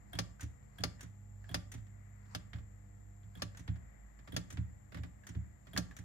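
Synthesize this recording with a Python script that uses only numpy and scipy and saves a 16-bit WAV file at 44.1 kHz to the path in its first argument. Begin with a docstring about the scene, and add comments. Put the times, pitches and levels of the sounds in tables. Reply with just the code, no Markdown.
"""A solenoid plunger is pushed in by hand and let back, clacking on its stop, heard close up in stereo.
Each clack is a burst of noise plus the ringing notes of the steel; the sleeve adds plinks and a grating slide.
The levers, spring and chassis tick in the same way, with softer noise and notes of their own.
Each action also thumps the workbench, made from low fading sines and a soft scuff.
Steady tones and coloured noise make the faint equipment hum and hiss; a short tail makes the small room."""
import sys
import numpy as np
from scipy import signal
from scipy.fft import rfft, irfft, next_fast_len
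from scipy.io import wavfile
from scipy.ndimage import map_coordinates

SR = 44100
rng = np.random.default_rng(int(sys.argv[2]) if len(sys.argv) > 2 else 0)


def to_wav(sig):
    """Store sig (one row per channel, or 1-D mono) as 16-bit WAV at the path in sys.argv[1].

    Samples outside -1..1 are clipped; the rate is SR.
    """
    pcm = np.clip(np.atleast_2d(sig), -1, 1) * 32767
    pcm = np.round(pcm).astype(np.int16)
    wavfile.write(sys.argv[1], SR, pcm.T)  # frames by channels


N = 266364  # length in samples, about 6 s


def amp(db):
    """Turn decibels into a gain."""
    return 10 ** (np.asarray(db) / 20)


def unit(x):
    """Scale to an rms level of 1."""
    return x / np.sqrt(np.mean(x ** 2) + 1e-20)


def along(points, hz):
    """Read a curve given as (pitch_hz, value) points, with pitch on a log axis."""
    point_hz, value = np.transpose(points)
    return np.interp(np.log(hz + 1), np.log(point_hz + 1), value)


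def wobble(rate):
    """A smooth random curve through `rate` random points a second."""
    points = rng.standard_normal(int(N * rate / SR) + 4)
    return map_coordinates(points, [np.arange(N) * rate / SR])


def coloured(x, gain_db):
    """Filter by a gain in dB at each frequency, with no sound ahead of the hit (minimum phase)."""
    n = x.shape[-1]
    m = 2 * next_fast_len(n // 2 + 2048)
    gain = amp(gain_db(np.fft.rfftfreq(m, 1 / SR)))
    cepstrum = irfft(np.log(gain + 1e-6), m)
    # folding the cepstrum onto positive times makes the filter minimum phase
    cepstrum[1:m // 2] *= 2
    cepstrum[m // 2 + 1:] = 0
    return irfft(rfft(x, m) * np.exp(rfft(cepstrum)), m)[..., :n]


def leaning(pair, side):
    """Tilt each frequency left or right; side is (pitch_hz, left_minus_right_db)."""
    n = pair.shape[1]
    m = next_fast_len(n + 2048)
    lean_db = along(side, np.fft.rfftfreq(m, 1 / SR)) / 2
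    return irfft(rfft(pair, m) * amp([lean_db, -lean_db]), m)[:, :n]


def fade(t, t60):
    """Exponential decay that falls 60 dB in t60 seconds."""
    return np.exp(-np.log(1000) * t / t60)


def add(track, s, sound):
    """Mix a sound into the track at s seconds."""
    start = max(round(s * SR), 0)
    part = track[:, start:start + sound.shape[1]]
    part += sound[:, :part.shape[1]]


# How alike steady noise is on the left and right: pitch_hz, likeness (1 same, 0 unrelated, -1 opposite)
LIKENESS = [(60, 1), (130, -0.51), (290, 0.086), (640, -1.03), (1400, 0.094), (3100, -0.25), (7000, 0.39),
            (14000, 1)]


def rush(spectrum):
    """Steady stereo noise of rms 1, coloured by (pitch_hz, level_db) and shared by mid and side."""
    hz = np.fft.rfftfreq(N, 1 / SR)
    turn = np.arccos(np.clip(along(LIKENESS, hz), -1, 1)) / 2
    noise = rfft(rng.standard_normal((2, N))) * amp(along(spectrum, hz))
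    mid, side = irfft(noise * [np.cos(turn), np.sin(turn)], N)
    return unit(np.array([mid + side, mid - side]))


HELD_T60 = 0.075  # s, longest ring the fingers allow


def contact(modes, colour, crack_t60, rattle_db, rattle_t60, ring_db, rough, rise):
    """Steel on steel: a crack, a darker rattle of loose parts, and the part's own ringing modes."""
    t = np.arange(SR // 4) / SR
    hz, db, t60 = np.transpose(modes)[:, :, None]
    t60 = np.minimum(t60, HELD_T60)
    # each microphone hears the modes in its own random phase
    phase = rng.uniform(0, 2 * np.pi, (2, len(modes)))
    strength = amp(rng.standard_normal(len(modes))) * np.exp(1j * phase)
    # parts that still touch make every mode wander in pitch
    steps = rng.standard_normal((len(modes), len(t)))
    wander = rough * np.sqrt(hz / SR) * np.cumsum(steps, axis=1)
    tones = amp(db) * fade(t, t60) * np.exp(1j * (2 * np.pi * hz * t + wander))
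    ring = (strength @ tones).real

    rattle = coloured(rng.standard_normal((2, len(t))), lambda f: along([(6000, 2.5), (13000, -15.0)], f))
    burst = rng.standard_normal((2, len(t))) * fade(t, crack_t60)
    chatter = burst + amp(rattle_db) * rattle * fade(t, rattle_t60)
    crack = coloured(chatter, lambda f: along(colour, f))
    sound = (unit(crack) + amp(ring_db) * unit(ring)) * (1 - np.exp(-t / rise))
    return sound / np.sqrt(np.mean(sound[:, :SR // 200] ** 2))  # the first 5 ms get rms 1


# Landings on the stop: start_s, level_db, body_db, clank_db (near 3 kHz), left_minus_right_db (of the ring)
LANDINGS = [(0.188, -28, 0, -3, 15), (0.8364, -27, 0.5, -3.5, 18), (1.5433, -28.5, 1.5, -3.5, 13.5),
            (2.3485, -32.5, 0, 1, 5.5), (3.42, -30, -0.5, -1.5, 4), (4.364, -26.5, -2.5, -3, 2.5),
            (5.7748, -24.5, -4, -6, 4)]
# Hollow plinks of the plunger in its sleeve: start_s, level_db
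SLEEVE_PLINKS = [(0.396, -49), (0.994, -52.5), (1.4416, -53.5), (3.5479, -50), (5.236, -55), (5.764, -31.5),
                 (5.9111, -49)]
# Notes of the solenoid frame and plunger: pitch_hz, level_db, fade_s (60 dB, before the fingers' limit)
STEEL_NOTES = [(394, -3.5, 0.22), (521.6, 4, 0.11), (599, 10, 0.093), (755, 11.5, 0.038), (1173, 10, 0.09),
               (1373, 7, 0.061), (1610, 12.5, 0.035), (1763, 12.5, 0.038), (2162, 7.5, 0.026),
               (3310, 2, 0.048), (3485, 0, 0.0614), (4200, -1.5, .06), (4470, -7.5, 0.096),
               (4878, 7.5, 0.034), (5133, 5.5, 0.032), (5500, -12.5, 0.021), (6620, 0, 0.038)]
# Notes of the sleeve: pitch_hz, level_db, fade_s (60 dB, before the fingers' limit)
SLEEVE_NOTES = [(1660, 2.5, 0.079), (1685, -7, 0.036), (1920, -42, 0.041)]
# Noise colour of a hard contact: pitch_hz, level_db
HARD_COLOUR = [(150, -16), (350, -2), (600, 5), (930, -1.5), (1600, 2), (2600, -4), (3300, -5.5),
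               (4400, -7.5), (4900, -9), (6600, -6.5), (7600, -18), (9300, -18), (13000, -23),
               (16000, -39.5)]
# Colour shared by all landings, below the ring: pitch_hz, gain_db
LANDING_LOW_COLOUR = [(750, -6.5), (1100, -7.5), (2200, -2.5), (2800, 3), (3900, 3.5), (4500, 1)]
# Colour shared by all landings, from the ring up: pitch_hz, gain_db
LANDING_HIGH_COLOUR = [(7000, 0), (9000, 6.5)]


def plunger():
    """The plunger plinks in its sleeve and lands hard on its stop; the grip sets body and clank."""
    out = np.zeros((2, N))
    for s, db, body_db, clank_db, pan_db in LANDINGS:
        landing = contact(STEEL_NOTES, HARD_COLOUR, crack_t60=0.043, rattle_db=-5.5, rattle_t60=0.075,
                          ring_db=3, rough=0.28, rise=0.0008)
        grip = [(2200, body_db), (2800, clank_db), (3900, clank_db), (4500, 0.0098)]

        def tint(hz):
            return along(LANDING_LOW_COLOUR, hz) + along(LANDING_HIGH_COLOUR, hz) + along(grip, hz)

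        side = [(400, -2.0), (2400, -3.0), (3400, 1.0), (4900, pan_db), (6500, 6.5), (15000, -4.0)]
        add(out, s, amp(db - 1.5) * leaning(coloured(landing, tint), side))
    for s, db in SLEEVE_PLINKS:
        plink = contact(SLEEVE_NOTES, HARD_COLOUR, crack_t60=0.0037, rattle_db=-15, rattle_t60=0.14,
                        ring_db=7, rough=0.64, rise=0.0003)
        add(out, s, amp(db - 5.5) * plink)
    return out


def sliding():
    """The plunger grates in its sleeve, louder as it gathers speed towards the stop."""
    t = np.arange(N) / SR
    speed = sum(np.exp(-np.abs(s - t) / 0.053) * (t < s) for s, *_ in LANDINGS)
    grit = rush([(500, 2), (1000, 15), (1650, 5.0), (2500, 2.0), (3400, -15.0), (4300, 1.0),
                 (9000, -10), (15000, -69)])
    return amp(-63.0 + 3.9 * wobble(150)) * speed * grit


def rebounding(events, after_s, loss_db):
    """Each contact and its softer rebound, as (start_s, level_db)."""
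    hits = []
    for s, db, *_ in events:
        hits += [(s, db), (s + after_s, db + loss_db)]
    return hits


def strikes(events, make, level_db, body_db, edge_db):
    """A fresh contact for each (start_s, level_db) event, all with the same body and edge."""
    out = np.zeros((2, N))
    tint = [(2000, body_db), (2800, 0), (7000, 0), (9000, edge_db)]
    for s, db in events:
        add(out, s, amp(db + level_db) * coloured(make(), lambda hz: along(tint, hz)))
    return out


# A finger presses the lever and twangs its spring: start_s, level_db, bench_shove_db
LEVER_PRESSES = [(0.131, -43.5, -36), (0.7841, -48, -37), (1.491, -48.5, -39.5), (3.3522, -53, -42),
                 (4.321, -48, -34.5), (5.7327, -49, -37)]
# The finger lets go and the lever snaps back: start_s, level_db
LEVER_RELEASES = [(0.4073, -47), (1.0072, -49.5), (1.717, -48.5), (3.5709, -52), (4.5029, -48.5),
                  (5.2674, -49), (5.965, -50)]
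# The levers knock in their pivots: start_s, level_db
PIVOT_KNOCKS = [(0.6267, -75), (1.779, -65.5), (1.867, -69.5), (2.2544, -70), (2.5572, -60.5),
                (2.5843, -62), (3.7567, -63.5), (4.1895, -63.5), (4.2747, -54.5), (4.9205, -56.5),
                (4.9447, -48.5), (4.9703, -54), (5.034, -52), (5.669, -58.5)]
# The chassis rocks back onto the bench: start_s, knock_db, thump_db
CHASSIS_SETTLES = [(0.42, -58, -34), (1.741, -61, -39), (2.532, -50.5, -35.5), (3.232, -71.5, -48.5),
                   (3.6769, -50.5, -28), (4.5711, -51.5, -28), (4.985, -62, -34.5), (5.349, -60.5, -30)]
# Notes of the return spring: pitch_hz, level_db, fade_s (60 dB, before the fingers' limit)
SPRING_NOTES = [(699.6, -4, 0.12), (1620, 1, 0.034), (3243, 0, 0.041), (3368, 3, 0.054), (3480, -7, 0.05)]
# Notes of the lever: pitch_hz, level_db, fade_s (60 dB, before the fingers' limit)
LEVER_NOTES = [(1807, 3.5, 0.044), (2200, -20, 0.039), (6020, 7, 0.074), (6866, 16, 0.032),
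               (6400, -4, 0.032), (8400, -5.5, 0.12), (8800, 7.5, 0.042)]
# Noise colour of a light contact: pitch_hz, level_db
LIGHT_COLOUR = [(300, -6), (700, -1.5), (1000, -0.5), (1700, 7.5), (2600, 3), (3400, 4), (4200, -1),
                (6500, -5.5), (8000, -7), (9600, 2.5), (11000, -20), (12800, 3), (16000, -17.5)]
# Noise colour of the chassis landing softly, with little treble: pitch_hz, level_db
SOFT_COLOUR = [(300, 0), (700, -3.5), (1000, -1), (1750, 7.5), (2600, 1.5), (3400, -0.5), (4500, -5.5),
               (7000, -13.5), (16000, -27)]
RELEASE_REBOUND_S = 0.022  # the lever's second contact


def linkage():
    """Pressing the lever twangs its spring; letting go snaps it back; pivots and chassis knock."""
    def twang():
        return contact(SPRING_NOTES, LIGHT_COLOUR, crack_t60=0.017, rattle_db=-15, rattle_t60=0.2,
                       ring_db=4.5, rough=0.35, rise=0.0022)

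    def snap():
        return contact(LEVER_NOTES, LIGHT_COLOUR, crack_t60=0.031, rattle_db=-12.5, rattle_t60=0.14,
                       ring_db=1.5, rough=0.62, rise=0.0029)

    def knock():
        return contact(STEEL_NOTES, LIGHT_COLOUR, crack_t60=0.018, rattle_db=-9, rattle_t60=0.098,
                       ring_db=-7.0, rough=0.38, rise=0.0015)

    def settle():
        return contact(SPRING_NOTES, SOFT_COLOUR, crack_t60=0.016, rattle_db=-11.5, rattle_t60=0.081,
                       ring_db=-9, rough=0.37, rise=0.002)

    presses = rebounding(LEVER_PRESSES, after_s=0.021, loss_db=-4)
    releases = rebounding(LEVER_RELEASES, after_s=RELEASE_REBOUND_S, loss_db=-4.5)
    landings = [(s, knock_db) for s, knock_db, _ in CHASSIS_SETTLES]
    twangs = strikes(presses, twang, level_db=-6, body_db=4.0, edge_db=7)
    snaps = strikes(releases, snap, level_db=-2.5, body_db=3.5, edge_db=-0.5)
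    knocks = strikes(PIVOT_KNOCKS, knock, level_db=-3.0, body_db=5.5, edge_db=-5.5)
    settles = strikes(landings, settle, level_db=-0.5, body_db=2.5, edge_db=2.5)
    return leaning(twangs + snaps + knocks + settles, [(1500, -3.5), (5000, 4), (12000, .5)])


PRESS_SHOVE_S, SETTLE_SHOVE_S = 0.01003, 0.00614  # the chassis gives a moment after the contact


def shoves():
    """Every action also shoves the chassis against the bench: (start_s, level_db, hardness_db)."""
    presses = [(s + PRESS_SHOVE_S, db, -13) for s, _, db in LEVER_PRESSES]
    landings = [(s, db - 6.5, -6) for s, db, *_ in LANDINGS]
    releases = [(s + RELEASE_REBOUND_S, db + 8.5, -14.5) for s, db in LEVER_RELEASES]
    settles = [(s + SETTLE_SHOVE_S, db, -24) for s, _, db in CHASSIS_SETTLES]
    knocks = [(s + SETTLE_SHOVE_S, db + 9.5, -10.5) for s, db in PIVOT_KNOCKS]
    return presses + landings + releases + settles + knocks


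# Notes of the bench top and chassis: pitch_hz, level_db, fade_s (60 dB)
BENCH_NOTES = [(75.2, -2, 0.4), (108.7, 3.5, 0.26), (117.2, 4.5, 0.065), (165.7, -6.5, 0.32),
               (179.2, -5, 0.32), (221.8, -13.5, 0.17), (264.8, -7, 0.15), (306.6, -10.5, 0.12),
               (317, -9.5, 0.096)]
# How far apart in phase the two microphones hear the bench: pitch_hz, phase_radians
BENCH_PHASE = [(70, .1), (115, .5), (180, 1.1), (280, 1.2)]
# How the bench leans between the microphones: pitch_hz, left_minus_right_db
BENCH_LEAN = [(70, -2), (110, -2.5), (190, -7), (300, -3)]


def bench():
    """The chassis rocks the bench top; a harder shove reaches its higher modes."""
    out = np.zeros((2, N))
    t = np.arange(SR // 2) / SR
    hz, mode_db, t60 = np.transpose(BENCH_NOTES)[:, :, None]
    # neighbouring modes move against each other, so the thump swells
    sign = (-1) ** np.arange(len(BENCH_NOTES))[:, None]
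    lag = along(BENCH_PHASE, hz)
    scuff_colour = [(80, -22.5), (150, -1.5), (330, -6.5), (480, -15.5), (700, -18.5), (1500, -45)]
    for s, db, hard_db in shoves():
        reach_db = along([(90, 0.044), (260, 0.77)], hz) * (hard_db + 14.5)
        strength = sign * amp(mode_db + reach_db + rng.standard_normal(hz.shape))
        modes = strength * fade(t, t60) * (1 - np.exp(-t / 0.00093))
        thump = np.array([np.sum(modes * np.sin(2 * np.pi * hz * t + turn), axis=0)
                          for turn in (-lag / 2, lag / 2)])
        noise = rng.standard_normal((2, len(t))) * fade(t, 0.14)
        scuff = coloured(noise, lambda f: along(scuff_colour, f))
        add(out, s, amp(db + 1.5) * thump / np.abs(thump).max()
            + amp(db + hard_db + 4.5) * scuff / np.abs(scuff).max())
    # the bench sound dips around 50 Hz, below its first mode, and rises again in the deepest bass
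    radiated = coloured(out, lambda f: along([(25, 5.5), (50, -15.5), (65, 0.0)], f))
    return leaning(radiated, BENCH_LEAN)


# Room echo: pitch_hz, fade_s (60 dB)
ROOM_FADE = [(200, 0.51), (1500, 0.44), (4800, 0.29), (8000, 0.37), (14000, 0.13)]


def room(x):
    """A short diffuse tail of fading noise, different at each microphone."""
    hz, t, grains = signal.stft(rng.standard_normal((2, SR // 2)), SR, nperseg=256)
    shape = fade(t, along(ROOM_FADE, hz)[:, None]) * (1 - np.exp(-t / 0.0009))
    tail = signal.istft(grains * shape, SR, nperseg=256)[1]
    return signal.fftconvolve(x, tail / np.linalg.norm(tail[0]), axes=1)[:, :N]


# Wavering hum tones: pitch_hz, level_db (before the waver and the left-right balance)
HUM_TONES = [(52.5, -59.5), (132, -68), (200.5, -72), (240, -84.5), (300.5, -84.5), (360, -90), (480, -89),
             (600, -92.5), (661, -92), (700, -89), (840, -89)]
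# Hum at twice the mains frequency, rising and falling: start_s, level_db (before a small trim and waver)
MAINS_BUZZ = [(0.0, -71), (0.3, -64), (1.95, -51.5), (3.25, -61), (3.52, -56), (4.09, -76), (4.56, -57),
              (4.78, -63), (6.04, -64.5)]
# Colour of the low drone noise: pitch_hz, level_db
DRONE_COLOUR = [(20, -29), (38, -16.5), (52, -1), (65, -5), (100, -6.5), (130, -8.5), (155, -15.5),
                (190, -5.5), (260, -23), (400, -28), (700, -22.5), (900, -31.5), (1500, -78)]
# Colour of the fan noise: pitch_hz, level_db
FAN_COLOUR = [(200, -14), (450, -5), (740, -4), (900, -9), (1150, -7), (1550, -8), (1950, 0), (2250, -7),
              (2700, -20), (5000, -40), (16000, -70)]
# Colour of the thin hiss: pitch_hz, level_db
HISS_COLOUR = [(1000, -7), (2700, -16), (5500, -22.5), (6600, -16.5), (7330, -0.5), (8000, -19),
               (9800, -23.5), (11000, -37), (12600, -13), (16000, -48)]
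# How fan and hiss lean: pitch_hz, left_minus_right_db
HISS_LEAN = [(500, 7.5), (1300, 11.5), (2200, 7), (4400, 6.5), (7500, 20), (10000, -2.5), (13000, 0.5)]


def equipment():
    """Bench gear: wavering mains hum over a low noise drone, fan noise, and a thin band of hiss."""
    t = np.arange(N) / SR

    def tone(hz):
        phase = 2 * np.pi * hz * t + .2 * wobble(3)
        return np.sqrt(2) * np.sin(phase) * amp(3 * wobble(2))

    buzz_db = np.interp(t, *np.transpose(MAINS_BUZZ)) - .5
    hum = sum(amp(db) * tone(hz) for hz, db in HUM_TONES) + amp(buzz_db) * tone(100.3)
    rumble = amp(-63.0 + 1.8 * wobble(5)) * rush(DRONE_COLOUR)
    drone = (hum + rumble) * amp([[-.8], [.8]])  # a little louder on the right
    fan = amp(-74 + 2.5 * wobble(4.08)) * rush(FAN_COLOUR)
    hiss = amp(-77.0) * rush(HISS_COLOUR)
    return drone + leaning(fan + hiss, HISS_LEAN)


def scene():
    """The mechanism and the bench in the room, over the equipment's hum and hiss."""
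    clacks = plunger()
    ticks = linkage() + sliding()
    thumps = bench()
    echo = room(amp(-17.5) * clacks + amp(-13.5) * ticks + amp(-14.5) * thumps)
    return clacks + ticks + thumps + echo + equipment()


TOP_HZ = 16300  # upper band limit


def record(dry):
    """The microphone sheds the deepest bass and keeps nothing above its band limit."""
    m = next_fast_len(N + SR // 2)
    lean = signal.sosfilt(signal.butter(4, 38, "highpass", fs=SR, output="sos"), dry)
    return irfft(rfft(lean, m) * (np.fft.rfftfreq(m, 1 / SR) < TOP_HZ), m)[:, :N]


dry = scene()
out = record(dry)
to_wav(out)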